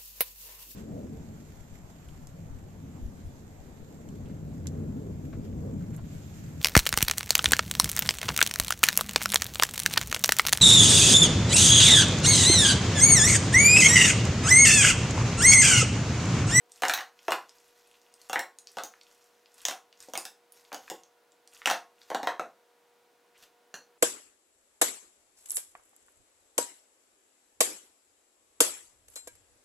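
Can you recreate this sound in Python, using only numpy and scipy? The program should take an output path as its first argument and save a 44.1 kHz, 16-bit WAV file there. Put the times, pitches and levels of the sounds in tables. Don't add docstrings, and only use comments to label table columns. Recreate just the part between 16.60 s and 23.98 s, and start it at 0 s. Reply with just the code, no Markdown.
import sys
import numpy as np
from scipy import signal
from scipy.fft import rfft, irfft, next_fast_len
from scipy.io import wavfile
from scipy.ndimage import map_coordinates

SR = 44100
rng = np.random.default_rng(int(sys.argv[2]) if len(sys.argv) > 2 else 0)


def dump_mix(stems):
    frames = np.atleast_2d(stems).T
    limited = np.clip(frames, -1, 1)
    pcm = np.round(limited * 32767).astype(np.int16)
    wavfile.write(sys.argv[1], SR, pcm)


N = 325458
T = np.arange(SR // 2) / SR

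# start_s, strength_db, weight_db (more wood), hardness_db (more steel edge)
BLOWS = [(0.2211, -27.5, 3.5, 1.5), (0.2345, -20.5, -3.5, -11), (0.252, -26.5, -3.5, -3.5),
         (0.2829, -30.5, -2, 9), (0.2964, -20.5, -16, -6.5), (0.311, -34.5, -1, -3.5),
         (0.337, -24.5, -10.5, 4), (0.376, -32, -13, -4), (0.387, -33.8, -11.5, -9.5),
         (0.407, -36.5, -16.5, -10), (0.682, -22.5, 8.5, -9.5), (0.707, -31, -2.5, -1),
         (0.72, -22, -8.5, -6), (1.697, -33.5, 3, 3), (1.731, -25.5, 1, 1.0), (1.758, -21.5, -10, -34),
         (1.793, -31.5, 3.5, 9.5), (2.17, -33, 9, -2), (2.185, -31.5, -8.5, -9.5),
         (2.2361, -35.5, 15.5, 23), (3.052, -28, -6.5, 12.5), (3.0843, -28.5, -3, 6.5),
         (3.11, -34.5, -0.5, 1.5), (3.484, -46, 36, -6), (3.536, -34, 6, 7.5), (3.554, -33.5, -3, 0),
         (3.576, -31.5, 13, 19), (3.653, -37.5, -5, 11), (4.118, -39.5, -2, -17), (4.129, -37, 11, 8.5),
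         (4.1452, -36.5, 2.5, 5.5), (4.3, -35.5, 3, 11), (4.314, -36.5, 29, -12), (5.0586, -27, -3, 3.0),
         (5.073, -21, -4.5, -3.5), (5.1, -23.5, -9, -2), (5.111, -24, 2, 0.5), (5.502, -33.5, 10, -1.0),
         (5.515, -30.5, 13, -30), (5.5472, -23.5, 8.5, -4), (5.631, -31.0, 9, -1.5),
         (5.672, -22.5, -0.5, -13.5), (5.7955, -30, 9, -6.0)]
# pitch_hz, level_db, t60_s
THUD = [(232, -13.5, 0.006), (323, -5.5, 0.046), (549, 10, 0.018)]
KNOCK = [(630, -9.5, 0.0037), (746, -3, 0.037), (913, -2, 0.011)]
CLACK = [(1406, 10.5, 0.0047), (1740, 5, 0.009), (1754, -16, 0.029)]
CLANG = [(2362, -7, 0.0033), (2860, 1.2, 0.028), (3600, 3.5, 0.012)]
CLINK = [(5720, 3.5, .005), (6560, -2.5, 0.0095), (7900, 5.5, 0.0012), (10800, -10.5, 0.0013),
         (13500, -15, .004)]
LAYER_EDGES = [195, 580, 1100, 2150, 4600, 16000]
# share_db, room_db
LAYER_MIX = [(-6.5, -0.5), (3, 1.5), (1, 2), (-1.2, 1.5), (-2.5, -0.5)]
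# pitch_hz, level_db, t60_s
HANDLE_MODES = [(2230, -6, 0.24), (3490, -3, .15), (6570, 3, .18), (7740, 2, .18)]
# pitch_hz, level_db, t60_s
LOW_RESONANCES = [(530, 3, 0.23), (680, -9, .17), (759, -3.5, 0.22), (941, -9, .17), (1085, -5, 0.41)]
def clamp_blows(gain_db=0.2, handle_db=-15, resonance_db=-11, push_db=-38):
    track = np.zeros(N)
    usual_db, rooms_db = np.transpose(LAYER_MIX)
    for start_s, strength_db, weight_db, hardness_db in BLOWS:
        shares_db = usual_db + [weight_db, 0.64 * weight_db, 0, 0.4 * hardness_db, hardness_db]
        total_db = 20 * np.log10(np.linalg.norm(amp(shares_db)))
        levels_db = strength_db + shares_db - total_db
        _, knock_db, _, clang_db, clink_db = levels_db
        layers = [contact(THUD, detune=0.035, crack=0.51, crack_t60_s=0.0099),
                  contact(KNOCK, detune=0.028, crack=1.5, crack_t60_s=0.048),
                  contact(CLACK, detune=0.062, crack=3.7, crack_t60_s=0.0087),
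                  contact(CLANG, detune=0.064, crack=3.1, crack_t60_s=0.0038),
                  contact(CLINK, detune=0.076, crack=0.8, crack_t60_s=0.0087)]
        room = room_response()
        for layer, db, room_db, lo, hi in zip(layers, levels_db, rooms_db, LAYER_EDGES, LAYER_EDGES[1:]):
            add(track, start_s, amp(db) * in_room(band(layer, lo, hi), room, room_db))
        handles = burst(damped_modes(HANDLE_MODES, detune=0.0042))
        resonance = burst(damped_modes(LOW_RESONANCES, detune=0.0016))
        push = burst(band(fade(T, 0.0031), 25, 160, order=2))
        add(track, start_s, amp(handle_db + (clang_db + clink_db) / 2) * handles)
        add(track, start_s, amp(resonance_db + knock_db) * resonance)
        add(track, start_s, amp(push_db + strength_db) * push)
    return amp(gain_db) * track


# start_s, level_db, pitch_hz
CLANKS = [(0.284, -33, 7170), (0.3375, -29.5, 4000), (0.341, -33, 13400), (3.0533, -27, 6250),
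          (3.0524, -32, 3460), (3.554, -41, 3600), (3.576, -33, 9050), (4.314, -48.5, 330),
          (5.0579, -23, 2800), (5.0588, -30, 5900), (5.7955, -29, 1315)]
def clanks(room_db=-4, t60_cycles=22):
    track = np.zeros(N)
    for start_s, level_db, hz in CLANKS:
        tone = np.sin(2 * np.pi * hz * T) * fade(T, t60_cycles / hz)
        clank = band(tone, hz / 2, hz * 2, order=1)
        add(track, start_s, amp(level_db) * in_room(clank, room_response(), room_db))
    return track


# start_s, level_db, centre_hz
TICKS = [(0.1193, -32.5, 6310), (0.5908, -39, 3180), (0.8936, -35.5, 4940), (1.54, -38, 5970),
         (1.6157, -38, 5330), (1.9866, -29, 6400), (2.0717, -29, 4800), (2.3384, -36.5, 1680),
         (2.413, -36.5, 3570), (2.8589, -42, 2890), (3.0056, -39.5, 3330), (3.3273, -39.5, 3180),
         (3.4042, -32.5, 6250), (3.4262, -34, 5500), (3.9221, -35, 8800), (4.0504, -44, 2790),
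         (4.279, -31, 1530), (4.4353, -38.5, 5560), (4.72, -46.5, 5350), (4.8753, -37.5, 5360),
         (5.018, -28, 1600), (5.4165, -38, 3200)]
def spring_ticks(gain_db=-17.0, room_db=-3, spread=1.57, t60_s=0.007):
    track = np.zeros(N)
    for start_s, level_db, hz in TICKS:
        click = band(noise_hit(t60_s), hz / spread, hz * spread, order=2)
        add(track, start_s, amp(level_db + gain_db) * in_room(click, room_response(), room_db))
    return track


# pitch_hz, level_db, t60_s
SNAP_MODES = [(250, -29, 0.024), (815, -10.5, 0.0069), (1680, -2.5, 0.0074), (2790, -2, 0.0076),
              (4250, -1.5, 0.013), (4350, -21, 0.13), (5950, -24.5, 0.19), (5900, -1, 0.0061),
              (6960, -5.5, 0.0061)]
def paper_ring(snap_db=-37, room_db=2.5, squeak_db=-60, start_hz=1850, end_hz=3200, squeak_s=0.04):
    track = np.zeros(N)
    progress = np.clip(T / squeak_s, 0, 1)
    slips_hz = 2400 * rng.standard_normal(len(T))
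    pitch_hz = start_hz + (end_hz - start_hz) * progress + slips_hz
    swell = np.sqrt(abs(np.sin(np.pi * progress)))
    squeak = swell * np.sin(2 * np.pi * np.cumsum(pitch_hz) / SR)
    add(track, 6.742, amp(squeak_db) * band(squeak, 1000, 9000, order=2))
    snap = band(contact(SNAP_MODES, detune=0.0095, crack=0.3, crack_t60_s=0.032), 210, 14000, order=2)
    add(track, 7.1415, amp(snap_db) * in_room(snap, room_response(), room_db))
    return track


# middle_s, level_db, length_s
STROKES = [(1.06, -69.5, 0.71), (2.548, -70, 0.38), (3.43, -64, 0.051), (3.973, -65, 0.056),
           (4.951, -64, 0.041), (6.793, -63, 0.02), (6.83, -58.5, 0.023)]
# frequency_hz, level_db
RUB_COLOUR = [(400, -12), (1500, 0), (3200, -3), (6200, -1), (9000, -9), (14000, -7), (17000, -25)]
# low_hz, high_hz
CRACKLE_BANDS = [(2400, 3500), (4500, 7500), (7000, 11000)]
def rubbing(room_gain=0.81, crackles_per_s=18, crackle_db=-7, grip_db=-65.5, grip_s=0.12, lead_s=0.023):
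    t = np.arange(N) / SR
    pauses_s = np.diff(np.transpose(BLOWS)[0], prepend=0)
    grips = [(start_s - lead_s, grip_db + 0.3 * hardness_db, grip_s)
             for (start_s, _, _, hardness_db), pause_s in zip(BLOWS, pauses_s) if pause_s > 0.13]
    swell = sum(amp(level_db) * np.exp(-0.5 * ((t - middle_s) / (length_s / 2)) ** 2)
                for middle_s, level_db, length_s in grips + STROKES)
    grains = amp(6 * np.tanh(wobble(450)) + 3 * np.tanh(wobble(60)))
    crackle = np.zeros(N)
    for low_hz, high_hz in CRACKLE_BANDS:
        pops = (rng.random(N) < crackles_per_s / SR) * rng.standard_normal(N)
        crackle += unit(band(pops, low_hz, high_hz, order=2))
    friction = swell * (unit(noise(RUB_COLOUR) * grains) + amp(crackle_db) * crackle)
    return friction + room_gain * signal.fftconvolve(friction, room_response())[:N]


# frequency_hz, t60_s
ROOM_DECAY = [(150, 0.31), (1000, 0.25), (2800, 0.22), (7300, 0.23), (15000, 0.21)]
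def room_response(build_s=0.00045, wall_s=0.014, wall_gain=0.11):
    hz, t, spectrum = signal.stft(rng.standard_normal(len(T)), SR, nperseg=256)
    decay = fade(t, along(ROOM_DECAY, hz)[:, None])
    tail = signal.istft(spectrum * decay, SR, nperseg=256)[1][:len(T)]
    tail *= (1 - np.exp(-T / build_s)) ** 2
    slap = np.arange(len(T)) == round(wall_s * SR)
    return tail / np.linalg.norm(tail) + wall_gain * slap


# pitch_hz, level_db
MOTOR_PARTIALS = [(479.1, -71), (721.4, -78.5), (958.2, -81), (1443, -84)]
def motor_hum(drift_rad=0.22):
    phase = 2 * np.pi * np.arange(N) / SR
    return sum(amp(db + wobble(5.7)) * np.sqrt(2) * np.sin(hz * phase + drift_rad * wobble(13))
               for hz, db in MOTOR_PARTIALS)


# frequency_hz, level_db
AIR_COLOUR = [(24, -70.5), (40, -41.5), (422, -9), (478, -16.5), (541, -11), (956, -12), (1290, -15.5),
              (1420, -15.5), (11100, -29), (15000, -30)]
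def moving_air(level_db=-68.5, side_db=-9):
    return amp(level_db) * (noise(AIR_COLOUR) + amp(side_db) * np.outer([1, -1], noise(AIR_COLOUR)))


def contact(modes, detune, crack, crack_t60_s):
    return burst(damped_modes(modes, detune)) + crack * burst(noise_hit(crack_t60_s))


def damped_modes(modes, detune):
    hz, db, t60_s = np.transpose(modes)[:, :, None]
    pitch, strength, polarity = rng.standard_normal((3, len(modes), 1))
    sines = np.sin(2 * np.pi * hz * (1 + detune * pitch) * T)
    return np.sum(amp(db + 2 * strength) * np.sign(polarity) * sines * fade(T, t60_s), axis=0)


def in_room(sound, room, room_db):
    wet = signal.fftconvolve(sound, room)[:len(T)]
    return burst(burst(sound) + amp(room_db) * burst(wet))


def noise_hit(t60_s):
    return rng.standard_normal(len(T)) * fade(T, t60_s)


def noise(colour):
    return unit(filtered(rng.standard_normal(N), lambda hz: amp(along(colour, hz))))


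def wobble(rate_hz):
    knots = rng.standard_normal(int(N * rate_hz / SR) + 4)
    return map_coordinates(knots, [np.arange(N) * rate_hz / SR])


def band(x, low_hz, high_hz, order=3):
    edges_hz = [low_hz, min(high_hz, SR / 2 - 1000)]
    return signal.sosfilt(signal.butter(order, edges_hz, btype="band", fs=SR, output="sos"), x)


def filtered(x, response):
    size = next_fast_len(N + SR // 2)
    return irfft(rfft(x, size) * response(np.fft.rfftfreq(size, 1 / SR)), size)[..., :N]


def along(points, hz):
    points_hz, values = np.transpose(points)
    return np.interp(np.log(hz + 1), np.log(points_hz), values)


def fade(t, t60_s):
    return np.exp(-np.log(1000) * t / t60_s)


def amp(db):
    return 10 ** (np.asarray(db) / 20)


def unit(x):
    return x / np.sqrt(np.mean(x ** 2) + 1e-20)


def burst(x):
    return x * np.sqrt(SR / 100 / np.sum(x ** 2))


def add(track, start_s, sound):
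    start = max(round(start_s * SR), 0)
    track[start:start + len(sound)] += sound[:N - start]


def scene():
    mid = clamp_blows() + clanks() + spring_ticks() + rubbing() + paper_ring()
    width = [(60, -20), (700, -61.0), (2400, -26.0), (7000, -20.5)]  # frequency_hz, side_db
    scatter = noise_hit(t60_s=0.02965)
    scattered = signal.fftconvolve(mid, scatter / np.linalg.norm(scatter))[:N]
    side = filtered(scattered, lambda hz: amp(along(width, hz)))
    return np.array([mid + side, mid - side]) + motor_hum() + moving_air()


def record(dry):
    return filtered(dry, lambda hz: 1 / (1 + (hz / 15900) ** 80))


dry = scene()
out = record(dry)
dump_mix(out)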